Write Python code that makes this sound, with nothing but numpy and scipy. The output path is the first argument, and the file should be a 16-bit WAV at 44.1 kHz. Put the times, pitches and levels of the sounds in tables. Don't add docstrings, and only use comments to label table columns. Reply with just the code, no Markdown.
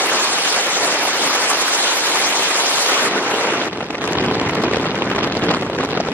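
import sys
import numpy as np
from scipy import signal
from scipy.fft import rfft, irfft, next_fast_len
from scipy.io import wavfile
from scipy.ndimage import uniform_filter1d, map_coordinates

SR = 44100
rng = np.random.default_rng(int(sys.argv[2]) if len(sys.argv) > 2 else 0)


def inscribe(sig):
    pcm = np.round(np.clip(np.atleast_2d(sig).T, -1, 1) * 32767)
    wavfile.write(sys.argv[1], SR, pcm.astype(np.int16))


def convert_level_to_amplitude(level_db):
    exponent = np.asarray(level_db, float) / 20
    return 10 ** exponent


N = 270597

# time [s], gust [dB], shelter [0-1].
FLOW = [(0, 1, 0.13), (.5, 0, 0), (1.0, 1.5, 0.17), (1.5, 1.5, 0.05), (2.03, 1, 0), (2.3, 1.5, 0.04),
        (2.85, 2, 0), (3.06, 4.5, 0.18), (3.1, -1, 0.51), (3.4, 0, 0.4), (3.678, 0, 0.65),
        (3.69, -5.5, 0.9), (3.995, -5.5, 0.84), (4.04, 1.5, 0.79), (4.25, 3, 0.98), (5.1, 1.5, 0.98),
        (5.7, -1.4, 0.99), (6.14, 0, 0.96)]
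# centre [s], level [dB], half length [ms].
SWELLS = [(.005, 3.5, 7), (0.161, 2, 54), (.135, 0, 10), (.24, 1, 14), (.31, -1, 22), (.345, -0.5, 7.9),
          (.385, 1.5, 9.4), (.43, -1.5, 14), (.47, 1, 20), (.55, 0.5, 21), (.62, -1, 13), (.7, 0.5, 26),
          (.84, 2, 21), (.94, 2, 19.4), (1.0, -1, 13), (1.1, 0, 25), (1.25, 0.5, 36), (1.4, -0.5, 25),
          (1.52, 1, 39), (1.65, -0.5, 36), (1.77, -2, 6.4), (1.899, 1, 42), (2.015, -2, 20), (2.201, 1, 30),
          (2.45, -0.5, 68), (2.6, -0.5, 44), (2.84, -2, 9.2), (2.99, -1, 13), (3.168, 3, 17),
          (3.2, -2, 8.9), (3.32, 4, 7.5), (3.42, 2.5, 32), (3.49, -1, 4.3), (3.51, 1.5, 12),
          (3.56, 1.5, 18), (3.66, -1.5, 13)]
# shelter [0-1], buffet [dB], rumble [dB], rush [dB], hiss [dB].
LAYERS = [
    (0, -55.5, -36, -22.5, -26.5),
    (.5, -48.5, -24, -20, -34.5),
    (1, -30.5, -24, -27.5, -47.5),
]
# shelter [0-1], flutter [dB], stray eddies [per s], their crackle [dB].
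BROKEN = [
    (0, 1.5, 0, -23),
    (.5, 2, 25, -17),
    (1, 2.5, 300, -25.5),
]

# frequency [Hz], density [dB per Hz].
BUFFET_COLOUR = [(20, -29), (40, -14), (70, -4.5), (120, 0.5), (180, 3.5), (280, 2), (500, -16.5),
                 (2000, -69)]
RUMBLE_COLOUR = [(40, -66), (120, -13), (200, -6.5), (300, 1.5), (450, 1.5), (620, -10.5), (1000, -12.5),
                 (3000, -54)]
RUSH_COLOUR = [(30, -89), (150, -30.5), (300, -10), (450, -1.5), (900, 0), (1400, -2.5), (2200, -6.5),
               (4000, -18), (9000, -45)]
HISS_COLOUR = [(300, -56), (1200, -8.5), (2200, -0.5), (3200, -1), (4500, -3.5), (6500, -7.5),
               (9000, -15.5), (16000, -43)]
SIZZLE_COLOUR = [(1500, -31), (4000, -7.5), (6500, -1.5), (9000, -2.5), (12000, -5.5), (14000, -8.5),
                 (15200, -28), (16000, -29)]
# frequency [Hz], density [dB per Hz].
CRACKLE_COLOUR = [(300, -48), (1000, 10), (1800, 4.5), (3000, 0), (4500, -6.5), (6500, -15), (9500, -26),
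                  (16000, -61)]
THUD_COLOUR = [(50, -35), (200, -22), (400, -5.5), (800, -6), (1400, -41), (2500, -33), (6000, -55.5)]
SNAP_COLOUR = [(800, -25), (2500, -4), (5000, -4), (8000, -13), (11000, -10.5), (14000, -19), (16000, -30)]
KNOCK_COLOUR = [(80, -30), (250, -5.5), (500, 2.5), (1000, -2.5), (2000, -9.5), (4000, -17), (8000, -39),
                (16000, -57)]

# time [s], peak
# [dB], thud minus crackle [dB], half length [ms].
STRONG_EDDIES = [(3.729, -15.5, 8, 2.9), (3.809, -16, 1, 2.5), (3.946, -9, 5, 4.6), (4.153, -3, 8.5, 0.62),
                 (4.17, -2, -20, 0.72), (4.237, -7, -5, 1.1), (4.313, -23, 6, 1.46), (4.352, -17, 8, 0.89),
                 (4.413, 0, 8, 1.5), (4.534, -2, -2, 1.5), (4.637, -8, 4, 1.2), (4.712, -38, 1, 1.1),
                 (4.733, -3, -6, 1.2), (4.769, -5, -7, 1.1), (5.02, -3, -6, 1.5), (5.112, -12.5, -3, 1.5),
                 (5.15, -12, 4, 0.82), (5.18, -35, 4, 0.89), (5.35, -7, -6, 1.6), (5.508, -4, 15, 4.9),
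                 (5.546, 2, -2, 0.94), (5.622, -12, 23, 1.51), (5.697, -10, 18.5, 1.6),
                 (5.73, -13, -14, 1.04), (5.748, -20, -9, 1.6), (5.806, -2.5, -12, 2.2), (5.95, -10, 12, 1.1),
                 (5.977, -10, 3, 3.5), (6.001, -2.5, 13, 2.9), (6.086, -7, -2, 0.91),
                 (3.26, -13, -3, 1.1), (3.349, -5, 2, 1), (3.424, -16, 0, 1.3), (3.533, -18, 3, 1.3),
               (3.644, -12, 7, 1.6), (3.668, -12, 14, 0.92), (3.892, -22, 6, 1.7), (4.041, -11, -1, 3),
               (4.075, 4, 0, 0.84), (4.492, 2, -2, 2.2), (4.853, -8, 16, 1.2), (4.945, -21, 1, 1.1),
               (5.238, -13, -7, 2.3), (5.272, -12, -18, 1.8), (5.436, -7, -17, 2.7), (5.849, -12, 4, 1.15),
               (5.931, -14, 15, 1.1), (6.117, -4, 1, 0.95)]
# time [s], peak above 9 kHz [dB].
SNAPS = [(3.3438, -47), (3.4244, -47), (3.5344, -42), (3.6391, -46), (3.6646, -48), (3.7284, -52),
         (3.8033, -58), (3.866, -52), (3.9025, -52), (3.9449, -50), (4.0153, -49), (4.0282, -46),
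         (4.0392, -40), (4.076, -34), (4.114, -38), (4.124, -32), (4.2373, -44), (4.2464, -45),
         (4.2654, -54), (4.3216, -47), (4.354, -40), (4.4134, -43), (4.4892, -40), (4.4887, -35),
         (4.51, -39), (4.5506, -34), (4.6269, -36), (4.6354, -37), (4.7331, -48), (4.7676, -42),
         (4.7964, -53), (4.8449, -50), (4.953, -43), (4.9634, -49), (5.104, -41), (5.1224, -45),
         (5.1674, -54), (5.1896, -57), (5.236, -50), (5.2644, -51), (5.2739, -43), (5.3512, -42),
         (5.3916, -44), (5.436, -45), (5.4464, -39), (5.5132, -30), (5.6151, -43), (5.6994, -46),
         (5.7483, -53), (5.7658, -56), (5.8054, -58), (5.853, -40), (5.8965, -50), (5.914, -50),
         (5.9279, -50), (6.0392, -56), (6.0876, -53), (6.118, -42)]
# centre [s], level [dB], half length
# [ms].
PUFFS = [(3.697, -14, 2.2), (3.732, 0, 5.1), (3.76, 1, 4.0), (3.775, 3.5, 1.9), (3.791, 1, 2),
         (3.807, -1, 2.8), (3.828, 2, 3.1), (3.857, -2, 4), (3.868, -5, 2.7), (3.907, 4.5, 4.1),
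         (3.93, 2, 4.3), (3.947, -1, 3), (3.986, 2, 2.4), (4.018, 4, 0.93), (4.027, -3, 3.3),
         (4.041, -14, 4.0), (4.062, -10, 2.4), (4.077, -10, 3.27), (4.089, 0, 2.6), (4.126, -4, 4.1),
         (4.155, 1, 3.7), (4.175, 3.5, 2.46), (4.202, 0, 8.9), (4.224, -3, 2.6), (4.243, 1, 9.4),
         (4.263, -0.5, 4.2), (4.287, -4, 2.674), (4.3, -8, 1.7), (4.313, 7, 2.2), (4.323, 6.5, 1.5),
         (4.341, 0, 1.5), (4.353, 4, 1.8), (4.379, 0, 2), (4.386, 1, 1.9), (4.397, -6, 3.6),
         (4.416, -1, 9.7), (4.47, 1, 7.8),
         (4.493, -4, 5.8), (4.512, -8, 2.1), (4.533, -6, 4.4), (4.553, 2, 2.2), (4.574, -4, 6),
                (4.603, 0.5, 2.8), (4.639, 0, 4), (4.655, 0.5, 3), (4.667, -1, 2.4), (4.681, 1.5, 2.3),
                (4.703, -11, 2.1), (4.714, 5, 1.62), (4.735, 4.5, 4.2), (4.746, 8, 1.5), (4.77, 5, 2),
                (4.785, -6, 4.2), (4.799, 5, 1), (4.81, -10, 3.8), (4.821, 1, 1.4), (4.832, 0, 5.9),
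                (4.847, 2, 3.1), (4.867, 0.5, 8.9), (4.897, 0, 1.7), (4.948, -7, 2.74), (4.979, 3, 1.2),
                (4.989, 0, 1.7), (5.024, 2.5, 6.2), (5.072, -1, 2.7), (5.086, -5, 4.7), (5.105, 1, 3.4),
                (5.115, 8.5, 2.5), (5.128, 0.5, 4.6), (5.152, -1, 1.9), (5.163, 5, 0.86), (5.187, 4, 7),
                (5.209, 3, 3.8), (5.227, -1, 2.9),
         (5.237, 8, 4.5), (5.25, 1.5, 3), (5.274, -1.5, 13.5), (5.326, -0.5, 4.5), (5.364, 2.5, 9),
              (5.393, 0, 11), (5.437, 7, 11), (5.469, 2, 8), (5.49, 10, 4), (5.51, 12.5, 5),
              (5.532, 2.5, 8), (5.547, 1, 7), (5.568, 6, 6), (5.587, -4, 14), (5.627, 2.5, 5.5),
              (5.655, -1, 10), (5.679, -6, 9), (5.702, -12, 1), (5.714, -6, -1), (5.734, -7, -8),
              (5.753, 3, 1.5), (5.766, -2, 3), (5.78, 0, 0.5), (5.806, 1.5, 15), (5.835, 3.5, 4.5),
              (5.847, 7, 5), (5.875, -1, 2), (5.889, 1, 1), (5.906, -1.5, 8), (5.932, 8.5, 2),
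              (5.951, -3, 6), (5.963, -1, 4), (5.976, 15, 2), (6.003, 3.5, 4), (6.03, -1, -6),
              (6.051, -1, -3), (6.074, 0, 5.5)]
# time [s], peak [dB].
KNOCKS = [(3.728, -14), (3.806, -6), (3.903, -11), (3.945, -9), (3.981, -15), (4.016, -13), (4.039, -12),
          (4.152, -9), (4.283, -12), (4.311, -5), (4.35, -2), (4.412, -8), (4.489, -17), (4.532, -10),
          (4.571, -11), (4.636, -3), (4.711, -7), (4.732, -7), (4.768, -6), (4.856, -5), (4.944, -6),
          (5.021, -1), (5.067, -8), (5.112, -2), (5.148, -6), (5.182, -9), (5.273, -11), (5.309, -9),
          (5.351, -7), (5.432, -9), (5.506, -1), (5.545, -4), (5.566, -10), (5.622, -8), (5.699, -13),
          (5.732, -15), (5.748, -10), (5.784, -13), (5.803, -10), (5.83, -13), (5.928, -12), (5.95, -10),
          (6.0, -7), (6.027, -19), (6.049, -15), (6.085, -2)]
# start [s], end [s].
SPELLS = [(3.34, 3.37), (3.41, 3.44), (3.525, 3.555), (3.62, 3.69), (3.72, 3.745), (3.79, 3.812),
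          (3.85, 3.872), (3.9, 3.965), (4.015, 4.08), (4.105, 4.14), (4.222, 4.278), (4.305, 4.37),
          (4.41, 4.44), (4.485, 4.555), (4.617, 4.65), (4.722, 4.858), (4.942, 4.975), (5.085, 5.205),
          (5.232, 5.298), (5.337, 5.36), (5.38, 5.405), (5.43, 5.46), (5.5, 5.53), (5.595, 5.648),
          (5.69, 5.715), (5.74, 5.81), (5.835, 5.938), (6.03, 6.14)]


def colour(x, points):
    size = next_fast_len(N)
    hz, db = np.transpose(points)
    gain = convert_level_to_amplitude(np.interp(np.log(np.fft.rfftfreq(size, 1 / SR) + 1), np.log(hz), db))
    gain = gain / np.sqrt(np.mean(gain ** 2))
    return irfft(rfft(x, size) * gain, size)[..., :N]


def curves(table):
    s, *columns = np.transpose(table)
    return [np.interp(np.arange(N) / SR, s, c) for c in columns]


def by_shelter(table, shelter):
    depth, *columns = np.transpose(table)
    return [np.interp(shelter, depth, c) for c in columns]


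def walk(rate):
    hold = max(int(SR / rate), 1)
    x = np.repeat(rng.standard_normal(N // hold + 1), hold)
    x = uniform_filter1d(uniform_filter1d(x, hold), hold)[:N]
    return x / np.std(x)


def ticks(rate, spread_db):
    chance, size = rng.random((2, N)), rng.exponential(size=(2, N))
    push = (chance < rate / SR) * 1.
    pull = (chance > 1 - rate / SR) * 1.
    x = (push - pull) * convert_level_to_amplitude(spread_db * np.minimum(size, 2.5))
    return x / np.std(x)


def patchy(x, depth_db, octaves, seconds):
    hz, s, lines = signal.stft(x, SR, nperseg=512)
    field = rng.standard_normal((64, 1024))
    grid = np.meshgrid(np.log2(hz / 60 + 1) / max(octaves, .2), s / max(seconds, .01), indexing="ij")
    gain = convert_level_to_amplitude(depth_db * map_coordinates(field, grid, order=3, mode="wrap"))
    return signal.istft(lines * gain, SR, nperseg=512)[1][..., :N]


def flow():
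    gust_db, shelter = curves(FLOW)
    t = np.arange(0, N / SR, 1 / 1000)
    swells = sum(db * np.exp(-((t - s) * 1000 / max(half, 2)) ** 2 / 2) for s, db, half in SWELLS)
    swells = np.interp(np.arange(N) / SR, t, swells)
    return gust_db + swells + puffs(), np.clip(shelter, 0, 1)


def flutter(depth_db, gusts, shared, own_rate):
    shared = np.clip(shared, 0, 1)
    own = np.array([walk(own_rate), walk(own_rate)])
    swing = np.sqrt(shared) * gusts + np.sqrt(1 - shared) * own
    return convert_level_to_amplitude(depth_db * swing - depth_db ** 2 * np.log(10) / 20)


def airstream(eddy, gust_db, shelter):
    gust_share = np.array([[.6], [.95], [1.1], [0.7]])
    buffet_db, rumble_db, rush_db, hiss_db = by_shelter(LAYERS, shelter) + gust_db * gust_share
    flutter_db = by_shelter(BROKEN, shelter)[0]
    usual = uniform_filter1d(eddy, size=5000)
    surge = np.clip((uniform_filter1d(eddy, size=60) - usual) / (usual + 0.03), -1, 1.2)
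    gusts = 0.13 * walk(28) + 0.6 * walk(300) + 0.31 * surge

    noise = rng.standard_normal((5, 2, N)) * np.sqrt(2)
    buffet = colour(noise[0] * convert_level_to_amplitude(buffet_db + 4.5), BUFFET_COLOUR)
    rumble_gain = flutter(1.94 * flutter_db, gusts, 0.93, 60) * convert_level_to_amplitude(rumble_db + 1.6)
    rumble = colour(noise[1] * rumble_gain, RUMBLE_COLOUR)
    rush_gain = flutter(1.2 * flutter_db, gusts, 0.39, 150) * convert_level_to_amplitude(rush_db - 0.78)
    rush = colour(noise[2] * rush_gain, RUSH_COLOUR)
    hiss_gain = flutter(0.53 * flutter_db + 0.46, gusts, 0.47, 700) * convert_level_to_amplitude(hiss_db + 1.0)
    hiss = colour(noise[3] * hiss_gain, HISS_COLOUR)
    sizzle_db = -32.0 + 1.5 * (hiss_db + 27)
    sizzle_gain = flutter(0.99 * flutter_db + 1.5, gusts, 0.66, 1500) * convert_level_to_amplitude(sizzle_db)
    sizzle = colour(noise[4] * sizzle_gain, SIZZLE_COLOUR)
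    spit = colour(ticks(160, spread_db=6.0) * convert_level_to_amplitude(hiss_db - 12.0 + 1.7 * flutter_db), CRACKLE_COLOUR)
    fine = patchy(rush + hiss + sizzle, depth_db=1.56, octaves=.4, seconds=.03)
    return buffet + rumble + fine + spit


def strays(gust_db, shelter, count=800):
    _, rate, level_db = by_shelter(BROKEN, shelter)
    gap = rng.uniform(.3, 1.7, count)
    chance = rng.standard_normal((count, 3)).T
    at = np.searchsorted(np.cumsum(rate * (shelter > .2)) / SR, np.cumsum(gap))
    here = np.minimum(at, N - 1)
    peak_db = level_db[here] + 0.91 * gust_db[here] + 5 * np.clip(chance[0], -3, 1.1)
    thud_db = 2 + 2.5 * np.clip(chance[1], -2, 1.3)
    half_ms = 0.7 * np.exp(0.37 * np.clip(chance[2], -2, 1.5))
    rows = np.transpose([here / SR, peak_db, thud_db, half_ms])
    return rows[at < N]


def blows(events, lean, stretch=0.92, thud_stretch=1.27):
    crackle, thud = np.zeros((2, 2, N + SR // 10))
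    ms = np.arange(-SR // 60, SR // 60) * 1000 / SR
    for (s, peak_db, thud_db, half), angle in zip(events, lean):
        start = int(s * SR) - SR // 60
        at = slice(start, start + len(ms))
        ports = np.array([[np.cos(angle)], [np.sin(angle)]])
        width = max(stretch * half, .3) * np.where(ms < 0, 0.48, 1)
        crackle[:, at] += ports * convert_level_to_amplitude(peak_db) * np.exp(-(ms / width) ** 2 / 2)
        thud[:, at] += ports * convert_level_to_amplitude(peak_db + thud_db) * np.exp(-(ms / width / thud_stretch) ** 2 / 2)
    return crackle[:, :N], thud[:, :N]


def eddies(crackle, thud, ragged_db=4.0):
    noise = rng.standard_normal((2, 2, N))
    grit = 0.76 * noise[0] * convert_level_to_amplitude(ragged_db * walk(700)) + .45 * ticks(1600, spread_db=-1.0)
    uneven = patchy(colour(grit * crackle, CRACKLE_COLOUR), depth_db=4.0, octaves=0.606, seconds=0.02)
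    return convert_level_to_amplitude(4.0) * uneven + convert_level_to_amplitude(-0.5) * colour(noise[1] * thud, THUD_COLOUR)


def snaps(lean):
    half_ms = 0.31
    events = [(s + half_ms / 1000, db + 15, 0, half_ms) for s, db in SNAPS]
    spit = blows(events, lean)[0]
    return colour(rng.standard_normal((2, N)) * spit, SNAP_COLOUR)


def puffs():
    wake_s, between_db, stretch = 3.685, -3, 1.14
    t = np.arange(0, N / SR, 1 / 2000)
    power = convert_level_to_amplitude(2 * between_db)
    for s, db, half in PUFFS:
        power = power + convert_level_to_amplitude(2 * db) * np.exp(-((t - s) * 1000 / max(stretch * half, 1.5)) ** 2)
    entered = np.clip((t - wake_s) / 0.0065, 0, 1)
    return np.interp(np.arange(N) / SR, t, 10 * np.log10(power) * entered)


def knocks():
    s, db = np.transpose(KNOCKS)
    chance = rng.random((len(s), 3)).T
    size = convert_level_to_amplitude(db + 17) * np.sign(chance[0] - .5)
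    at = ((s + 1.198 / 1000) * SR).astype(int)
    rebound_at = at + (SR * (.0012 + .002 * chance[2])).astype(int)
    port = (chance[1] > .5) * 1
    x = np.zeros((2, N))
    x[port, at] += size
    x[1 - port, rebound_at] -= 0.62 * size
    return colour(x, KNOCK_COLOUR)


def scene():
    gust_db, shelter = flow()
    lean = rng.uniform(0, np.pi / 2, size=900)
    strong = [(s + half / 1000, db - 16, thud_db, half) for s, db, thud_db, half in STRONG_EDDIES]
    hush_db, hush_ms = -5.5, 2.5
    ms = np.arange(N * 1000 // SR + 1)
    hush = sum(np.exp(-((s * 1000 - ms) / hush_ms - 1.3) ** 2) for s, *_ in strong)
    gust_db = gust_db + hush_db * shelter * np.interp(np.arange(N) * 1000 / SR, ms, hush)

    crackle, thud = blows(strong + list(strays(gust_db, shelter)), lean)
    crackle = .13 * np.tanh(crackle / .13)
    thud = 0.33 * np.tanh(thud / 0.29)
    eddy = np.sum(crackle + 0.51 * thud, axis=0)
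    return knocks() + snaps(lean[::-1]) + airstream(eddy, gust_db, shelter) + eddies(crackle, thud)


def starve(x, mask, scatter_db, step_db, size):
    edges = np.arange(0, len(x), size)
    bands = np.add.reduceat(np.abs(x) ** 2, edges) / size
    scatter = convert_level_to_amplitude(2 * scatter_db * rng.standard_normal(bands.shape))
    limit = np.add.reduceat(mask, edges) / size * scatter
    kept = np.repeat(bands > limit, size, axis=0)[:len(x)]
    step = np.repeat(np.sqrt(limit), size, axis=0)[:len(x)] * convert_level_to_amplitude(step_db)
    return kept * step * np.floor(np.abs(x) / step + 0.29) * np.exp(1j * np.angle(x))


def squeeze(pair, size, mid_db, wide_db, top_db, scatter_db):
    frame = dict(fs=SR, nperseg=size, noverlap=size // 2, window="cosine")
    hz, s, (mid, wide) = signal.stft(pair, **frame)
    hiss = np.mean(np.abs(wide[(hz > 2500) & (hz < 7000)]) ** 2, axis=0)
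    hiss = uniform_filter1d(hiss, size=2048 // size)
    loud = hiss / np.percentile(hiss, 99)
    mask = hiss * loud ** 0.38 * np.clip(hz / 2500, .01, 1)[:, None] ** 4
    mid = mid * convert_level_to_amplitude(top_db * np.sqrt(loud) * np.clip(hz / 1000 - 8, 0, 2)[:, None])
    mask = mask * convert_level_to_amplitude(-top_db * 0.3 * np.clip(hz / 1000 - 11.5, 0, 6)[:, None])
    bass = np.abs(mid) ** 2 * convert_level_to_amplitude(2 * -31.0)
    wide_mask = mask * np.sqrt(loud) * convert_level_to_amplitude(2 * wide_db) + bass
    mid = starve(mid, mask * convert_level_to_amplitude(2 * mid_db), scatter_db, step_db=5.5, size=size // 128)
    wide = starve(wide, wide_mask, scatter_db=1.5, step_db=7.0, size=size // 128)
    return signal.istft(np.array([mid, wide]), **frame)[1][:, :pair.shape[1]]


def top_cut(x):
    return signal.sosfilt(signal.butter(12, 15710, fs=SR, output="sos"), x)


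def record(dry):
    top = signal.ellip(8, .2, 70, 15750, fs=SR, output="sos")
    bass_cut = signal.butter(2, 55, "high", fs=SR, output="sos")
    band = np.vstack([top, bass_cut])
    spread = signal.butter(2, 3260, "high", fs=SR, output="sos")
    ports = 0.81 * np.tanh(dry / 0.79)
    centre = (ports[0] + ports[1]) / 2
    side = convert_level_to_amplitude(6.5) * signal.sosfilt(spread, (ports[0] - ports[1]) / 2)
    lead = 509
    pair = np.pad(signal.sosfilt(band, [centre, side]), [(0, 0), (lead, 0)])
    long = squeeze(pair, size=2048, mid_db=-13.0, wide_db=-17.5, top_db=0, scatter_db=1.37)[:, lead:]
    short = squeeze(pair, size=256, mid_db=-33.5, wide_db=-26.0, top_db=-6.5, scatter_db=1.5)[:, lead:]
    t = np.arange(N) / SR
    crackling = uniform_filter1d(sum(1. * (t > a) * (t < b) for a, b in SPELLS), size=128)
    centre, side = long + crackling * (short - long)
    return top_cut(np.array([centre + side, centre - side]))


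dry = scene()
out = record(dry)
inscribe(out)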